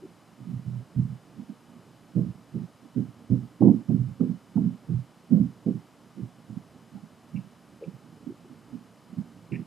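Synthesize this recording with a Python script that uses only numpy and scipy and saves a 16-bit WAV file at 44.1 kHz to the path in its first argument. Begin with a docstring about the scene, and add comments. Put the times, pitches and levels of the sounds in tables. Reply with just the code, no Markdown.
"""Dull footsteps thud on the floor above a quiet room, grow heavy overhead, then walk off more lightly.
Each heel and toe blow is an impact that excites the damped modes of joists, ceiling panel and boards,
heard as a boom, a thud and a dull knock. Now and then a board creaks, squeaks, cracks or taps.
Beneath it lie soft room noise, coloured by standing waves, and the faint whine of the recorder."""
import sys
import numpy as np
from scipy import signal
from scipy.fft import rfft, irfft
from scipy.io import wavfile
from scipy.ndimage import uniform_filter1d, minimum_filter1d

SR = 44100
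rng = np.random.default_rng(int(sys.argv[2]) if len(sys.argv) > 2 else 0)


def bounce(signal):
    """Save signal as a 16-bit WAV file at the path given by the first command-line argument."""
    frames = np.transpose(np.atleast_2d(signal))
    limited = np.clip(frames, -1, 1)
    pcm = np.round(limited * 32767).astype(np.int16)
    wavfile.write(sys.argv[1], SR, pcm)


N = 426006


def undb(db):
    """Amplitude ratio of a level in decibels."""
    return 10 ** (np.asarray(db) / 20)


def rms(x):
    """Root-mean-square amplitude."""
    return np.sqrt(np.mean(x ** 2)) + 1e-12


def bins():
    """Fourier frequencies of the whole scene in Hz, floored at 1."""
    return np.maximum(np.fft.rfftfreq(N, 1 / SR), 1)


def curve(points, hz):
    """Interpolation of (Hz, value) points on a log-frequency axis."""
    f, value = np.transpose(points)
    return np.interp(np.log(hz), np.log(f), value)


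def noise(db):
    """Spectral shaping: white noise weighted by db in each bin, then scaled to unit rms."""
    x = irfft(rfft(rng.standard_normal(N)) * undb(db), N)
    return x / rms(x)


def add(out, start_s, x):
    """Superposition: x is summed into out from start_s on."""
    i = max(int(start_s * SR), 0)
    out[..., i:i + x.shape[-1]] += x[..., :max(N - i, 0)]


def spread(mid, side, balance):
    """Amplitude panning: mid and side become left and right, balanced frequency by frequency."""
    ratio = undb(curve(balance, bins()))
    spectra = np.array([ratio * rfft(mid + side), rfft(mid - side)])
    return irfft(spectra * 2 / (1 + ratio), N)


def footsteps(brush_lead_s=0.02485):
    """Impact excitation: each step is a light brush of the sole, the heel's blow, then the duller toe."""
    # Each row: heel time in seconds, thud level in dB, tilt in dB per octave (set by where the foot
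    # lands), boom and knock levels in dB, ring time and toe delay in seconds, toe thud and boom in dB.
    steps = [(.388, -42.5, 7, -38, -61.5, 0.056, .07, -45, -50),
             (0.459, -34, -17, -40, -53, 0.092, 0.059, -36.5, -29.5),
             (0.653, -35, -28, -30, -55, 0.089, .078, -39, -32),
             (0.957, -22.5, -24, -19.5, -45.5, 0.077, .126, -38, -30),
             (1.362, -36, 11, -51, -51.5, 0.072, 0.11, -33.5, -60),
             (2.147, -20.5, -19.5, -26, -31.5, 0.089, .093, -36, -32),
             (2.533, -27, -19, -31, -35.5, 0.057, .06, -30.5, -34.5),
             (2.839, -33.5, 32, -53.5, -72, 0.018, 0.045, -57, -60),
             (2.95, -23, -4, -26.5, -31.5, 0.068, .1, -43, -37.5),
             (3.293, -19.5, 4.5, -19.5, -33.5, 0.07, 0.11, -36.5, -37.5),
             (3.601, -15, 14.5, -21, -20.5, .1, 0.037, -10.5, -45.5),
             (3.88, -20, -7.5, -25.5, -35, 0.094, 0.094, -36.5, -21.5),
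             (4.067, -36, -23, -30.5, -61, 0.055, .05, -50, -49.5),
             (4.192, -18, 0, -34, -31, 0.065, .085, -23.5, -34.5),
             (4.548, -18.5, -3, -32, -37.5, 0.087, .082, -21, -33.5),
             (4.878, -25, -25, -30, -41, 0.072, 0.052, -36.5, -23),
             (5.301, -14.5, 3.5, -31, -33, 0.086, .078, -20, -25.5),
             (5.654, -18, -5.5, -32, -26, 0.053, .076, -28, -32.5),
             (6.163, -33, -1, -50, -40.5, 0.055, .046, -33, -28.5),
             (6.49, -33.5, -4, -37, -51, 0.045, .06, -28.5, -38.5),
             (6.927, -35.5, -12, -44.5, -74, 0.06, .083, -38, -59),
             (7.331, -27.5, -17, -35, -62, 0.061, 0.1, -45, -55),
             (7.859, -28, -20, -44, -40, 0.031, .068, -39, -34.5),
             (8.254, -28, 27, -57, -45, .035, 0.046, -45, -40),
             (8.506, -36, 26, -56, -51, .02, .05, -54, -58),
             (8.721, -33.5, 8.5, -49, -53, 0.055, .07, -48, -57),
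             (9.108, -36.5, -7, -57, -54, .052, .055, -24, -33.5),
             (9.506, -28.5, -7, -29, -34.5, 0.053, 0.067, -29, -39.5)]
    # Each row: frequency in Hz, level of left over right in dB.
    balance = [(60, -8.5), (125, -8), (175, -10.5), (285, -10), (350, -5.5), (450, -1.5), (600, 1),
               (900, -3), (1200, -3)]
    out = np.zeros((2, N))
    for heel_s, thud_db, tilt_db, boom_db, knock_db, ring_s, toe_s, toe_thud_db, toe_boom_db in steps:
        brush = blow(thud_db=-45, tilt_db=tilt_db, boom_db=-49.5, knock_db=-56, ring_s=0.05)
        heel = blow(thud_db, tilt_db, boom_db, knock_db, ring_s)
        toe_knock_db = toe_thud_db + (knock_db - thud_db) - 6
        toe = blow(toe_thud_db, tilt_db - 6, toe_boom_db, toe_knock_db, 0.82 * ring_s)
        add(out, heel_s - brush_lead_s, brush)
        add(out, heel_s, heel)
        add(out, heel_s + toe_s, toe)
    return spread(*out, balance)


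def blow(thud_db, tilt_db, boom_db, knock_db, ring_s, joist_top_hz=150, panel_top_hz=300):
    """Modal response to one impact: the joists boom, the panel thuds and the boards knock."""
    # Modes of joists, then panel, then boards. Each row: frequency in Hz, relative level in dB.
    ceiling_modes = [(28, -34.5), (50, -28), (67, -24.5), (90, -16), (108, -8.5), (124, 4), (141, -7.5),
                     (165, -0.5), (184, 0.5), (201, 1.5), (217, -1.5), (234, -1.5), (250, 1), (268, -9),
                     (287, -4.5), (312, -9), (335, -8), (372, -10), (425, -15), (447, -17.5), (490, -17.5),
                     (548, -20.5), (622, -24), (665, -35.5), (708, -28), (770, -21.5), (823, -33),
                     (890, -27), (961, -29), (1070, -34)]
    hz, db = np.transpose(ceiling_modes)
    joist, board = hz < joist_top_hz, hz > panel_top_hz
    panel = ~joist & ~board
    tilted = db + tilt_db * np.log2(hz / joist_top_hz)
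    # A harder blow has a shorter contact: its cut-off rises an octave for every 22 dB.
    contact_hz = 680 * 2 ** ((thud_db + 15) / 22)
    softened = db - 10 * np.log10(1 + (hz / contact_hz) ** 10)
    boom = ring(hz[joist], db[joist], 1.004 * ring_s, side_db=-19, rise_s=0.02, detune=0.012)
    thud = ring(hz[panel], tilted[panel], ring_s, side_db=-14, rise_s=0.017, detune=0.0162)
    knock = ring(hz[board], softened[board], ring_s, side_db=-13.5, rise_s=0.019, detune=0.035)
    return undb(boom_db) * boom + undb(thud_db) * thud + undb(knock_db) * knock


def ring(hz, db, ring_s, side_db, rise_s, detune, tail_db=-36, tail_s=0.19, scatter_db=2):
    """Damped modes as mid and side; each spot on the floor drives them with its own strength and phase."""
    stride = 8  # low modes need only a low sample rate
    t = np.arange(0, SR / 2, stride) / SR
    pitch_draw, level_draw = rng.standard_normal((len(hz), 2)).T
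    phase = rng.uniform(0, 2 * np.pi, (2, len(hz), 1))
    tuned_hz = hz * (1 + detune * pitch_draw)
    weight = undb(db + scatter_db * level_draw)
    # Vibration spreads through the floor, holds briefly and dies, the high modes first.
    life_s = ring_s * np.minimum(260 / hz[:, None], 1) ** 0.38
    rise = 1 - np.exp(-(t / rise_s) ** 2)
    decay = np.exp(-(t / life_s) ** 1.75) + undb(tail_db) * np.exp(-t / tail_s)
    envelope = rise * decay
    sound = weight @ (envelope * np.sin(2 * np.pi * tuned_hz[:, None] * t + phase))
    # A blow carries the same energy however its modes beat.
    energy = np.average(np.mean(envelope ** 2, axis=1), weights=weight ** 2)
    sound *= np.sqrt(energy) / rms(sound[0])
    sound[1] *= undb(side_db)
    return signal.resample_poly(sound, stride, 1, axis=1, window="blackmanharris")


def suppress(x, threshold_db=-49, window_s=0.018):
    """Downward expansion: the recorder's noise suppressor swallows the thuds' faint starts and ends."""
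    power = uniform_filter1d(x.mean(axis=0) ** 2, size=int(window_s * SR) | 1)
    power = np.maximum(uniform_filter1d(power, size=221), 0)
    return x * power / (power + undb(threshold_db) ** 2)


def board_noises(gap_s=0.007, jitter_s=0.000975, swell_s=0.02, ring_s=0.0028, echo_db=-15, echo_s=0.031):
    """Resonance: narrow-band noise bursts make the boards' creaks, squeaks, cracks, taps and knocks."""
    # Each row: start in seconds, level in dB, length in seconds, pitch in Hz, half-bandwidth in Hz.
    board_events = [(.01, -43, 0.041, 337, 74.6), (2.163, -49, 0.033, 566, 79.4),
                    (3.31, -49, 0.026, 557, 80.5), (3.613, -32, 0.013, 810, 228),
                    (3.666, -39, 0.028, 770, 186), (3.895, -44, 0.009, 662, 169),
                    (4.203, -52, 0.0065, 1180, 180), (4.558, -46.5, 0.027, 800, 159.7),
                    (4.564, -58, 0.011, 1250, 150), (5.325, -48.5, 0.062, 560, 81.2),
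                    (6.953, -58.5, 0.016, 773, 69.4), (7.351, -55.5, 0.028, 2500, 330),
                    (7.807, -38.5, 0.029, 440, 100), (7.832, -59.5, 0.014, 2540, 260.8),
                    (8.284, -40.5, 0.031, 330, 65.14), (8.432, -51, 0.031, 281, 80.04),
                    (9.52, -45.5, 0.0051, 2440, 297.7), (9.524, -48.5, 0.041, 2250, 477.6)]
    size = 8192
    t, out = np.arange(size) / SR, np.zeros(N)
    decay = np.exp(-t / ring_s) + undb(echo_db) * np.exp(-t / echo_s)
    for start_s, db, length_s, hz, half_hz in board_events:
        resonance = signal.butter(5, [hz - half_hz, hz + half_hz], "bandpass", fs=SR, output="sos")
        excitation = np.zeros(N)
        for onset_s in np.arange(0, length_s, gap_s):
            late, strength = rng.standard_normal(2)
            swell = min((onset_s + gap_s) / swell_s, 1)  # the first bursts are weaker
            burst = swell * undb(0.85 * strength) * decay * rng.standard_normal(size)
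            add(excitation, onset_s + jitter_s * late, burst)
        sound = signal.sosfilt(resonance, excitation[:size])
        add(out, start_s, undb(db) * np.sqrt(length_s * SR / size) * sound / rms(sound))
    return out


def room(level_db=-54.5, waver_db=2.5, bass_hz=400):
    """Room resonance: standing waves colour a soft air noise, whose bass wavers."""
    # The broadband noise. Each row: frequency in Hz, relative spectral density in dB.
    air_spectrum = [(25, -45), (42, -19.5), (80, -14), (120, -1), (170, -4), (260, -5), (360, -8.5),
                    (520, -11), (1150, -15), (1750, -22), (3500, -27.5), (5200, -29.5), (9500, -35.5),
                    (14000, -39.5)]
    # Each row: frequency in Hz, half-width in Hz, gain in dB.
    standing_waves = [(173, 9.4, 6.5), (234, 11.5, 7), (294.2, 4.3, 6.5), (503, 27, -1), (1250, 23, 2.5)]
    # Each row: frequency in Hz, level of side over mid in dB.
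    stereo_width = [(100, -16), (280, -17.5), (600, -17), (1200, -19), (2300, -24.5), (3300, -11.5),
                    (4600, -16), (9000, -12.5), (13000, -8)]
    # Each row: frequency in Hz, level of left over right in dB.
    balance = [(60, -2.5), (270, -7.5), (370, -3), (550, -1), (1000, 2.5), (1900, 0.5), (2700, -0.7),
               (3500, -3.5), (5800, 3.5), (8000, -0.5)]
    f = bins()
    resonances_db = sum(db / (1 + ((f - hz) / half_hz) ** 2) for hz, half_hz, db in standing_waves)
    colour_db = curve(air_spectrum, f) + resonances_db
    mid = noise(colour_db)
    side = irfft(rfft(noise(colour_db)) * undb(curve(stereo_width, f)), N)
    bass = irfft(rfft(mid) / (1 + (f / bass_hz) ** 4), N)
    waver = noise(-40 * np.log10(1 + f / 8))  # mostly below 8 Hz
    mid += bass * (undb(waver_db * waver) - 1)
    return undb(level_db) * spread(mid, side, balance)


def whine(gain_db=-0.5, jitter_rad=0.85, jitter_hz=15):
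    """Phase modulation: thin tones from the recorder's electronics wobble slightly together."""
    # Each row: frequency in Hz, rms level in dB before gain_db.
    tones = [(2998, -79.5), (4037, -88), (4996, -81.5), (6993, -86.5), (8000, -86), (8990, -85),
             (9986, -85.5), (10987, -87), (11983, -90), (12985, -100)]
    t = np.arange(N) / SR
    wobble = jitter_rad * noise(-40 * np.log10(1 + bins() / jitter_hz))
    out = np.zeros(N)
    for hz, db in tones:
        phase = 2 * np.pi * (hz * t + rng.random()) + wobble
        out += np.sqrt(2) * undb(db + gain_db) * np.sin(phase)
    return out


def scene():
    """Superposition of the steps and board noises from above and the noise of the quiet room."""
    return suppress(footsteps()) + board_noises() + room()


def record(dry, peak_limit=1.0, top_hz=13900):
    """Peak and band limiting: the recorder eases overloads down, adds its whine and cuts the top."""
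    allowed = peak_limit / np.maximum(np.abs(dry).max(axis=0), peak_limit)
    gain = uniform_filter1d(minimum_filter1d(allowed, size=881), size=881)  # 20 ms windows
    lowpass = signal.ellip(10, 0.2, 80, top_hz, fs=SR, output="sos")
    return signal.sosfilt(lowpass, gain * dry + whine())


dry = scene()
out = record(dry)
bounce(out)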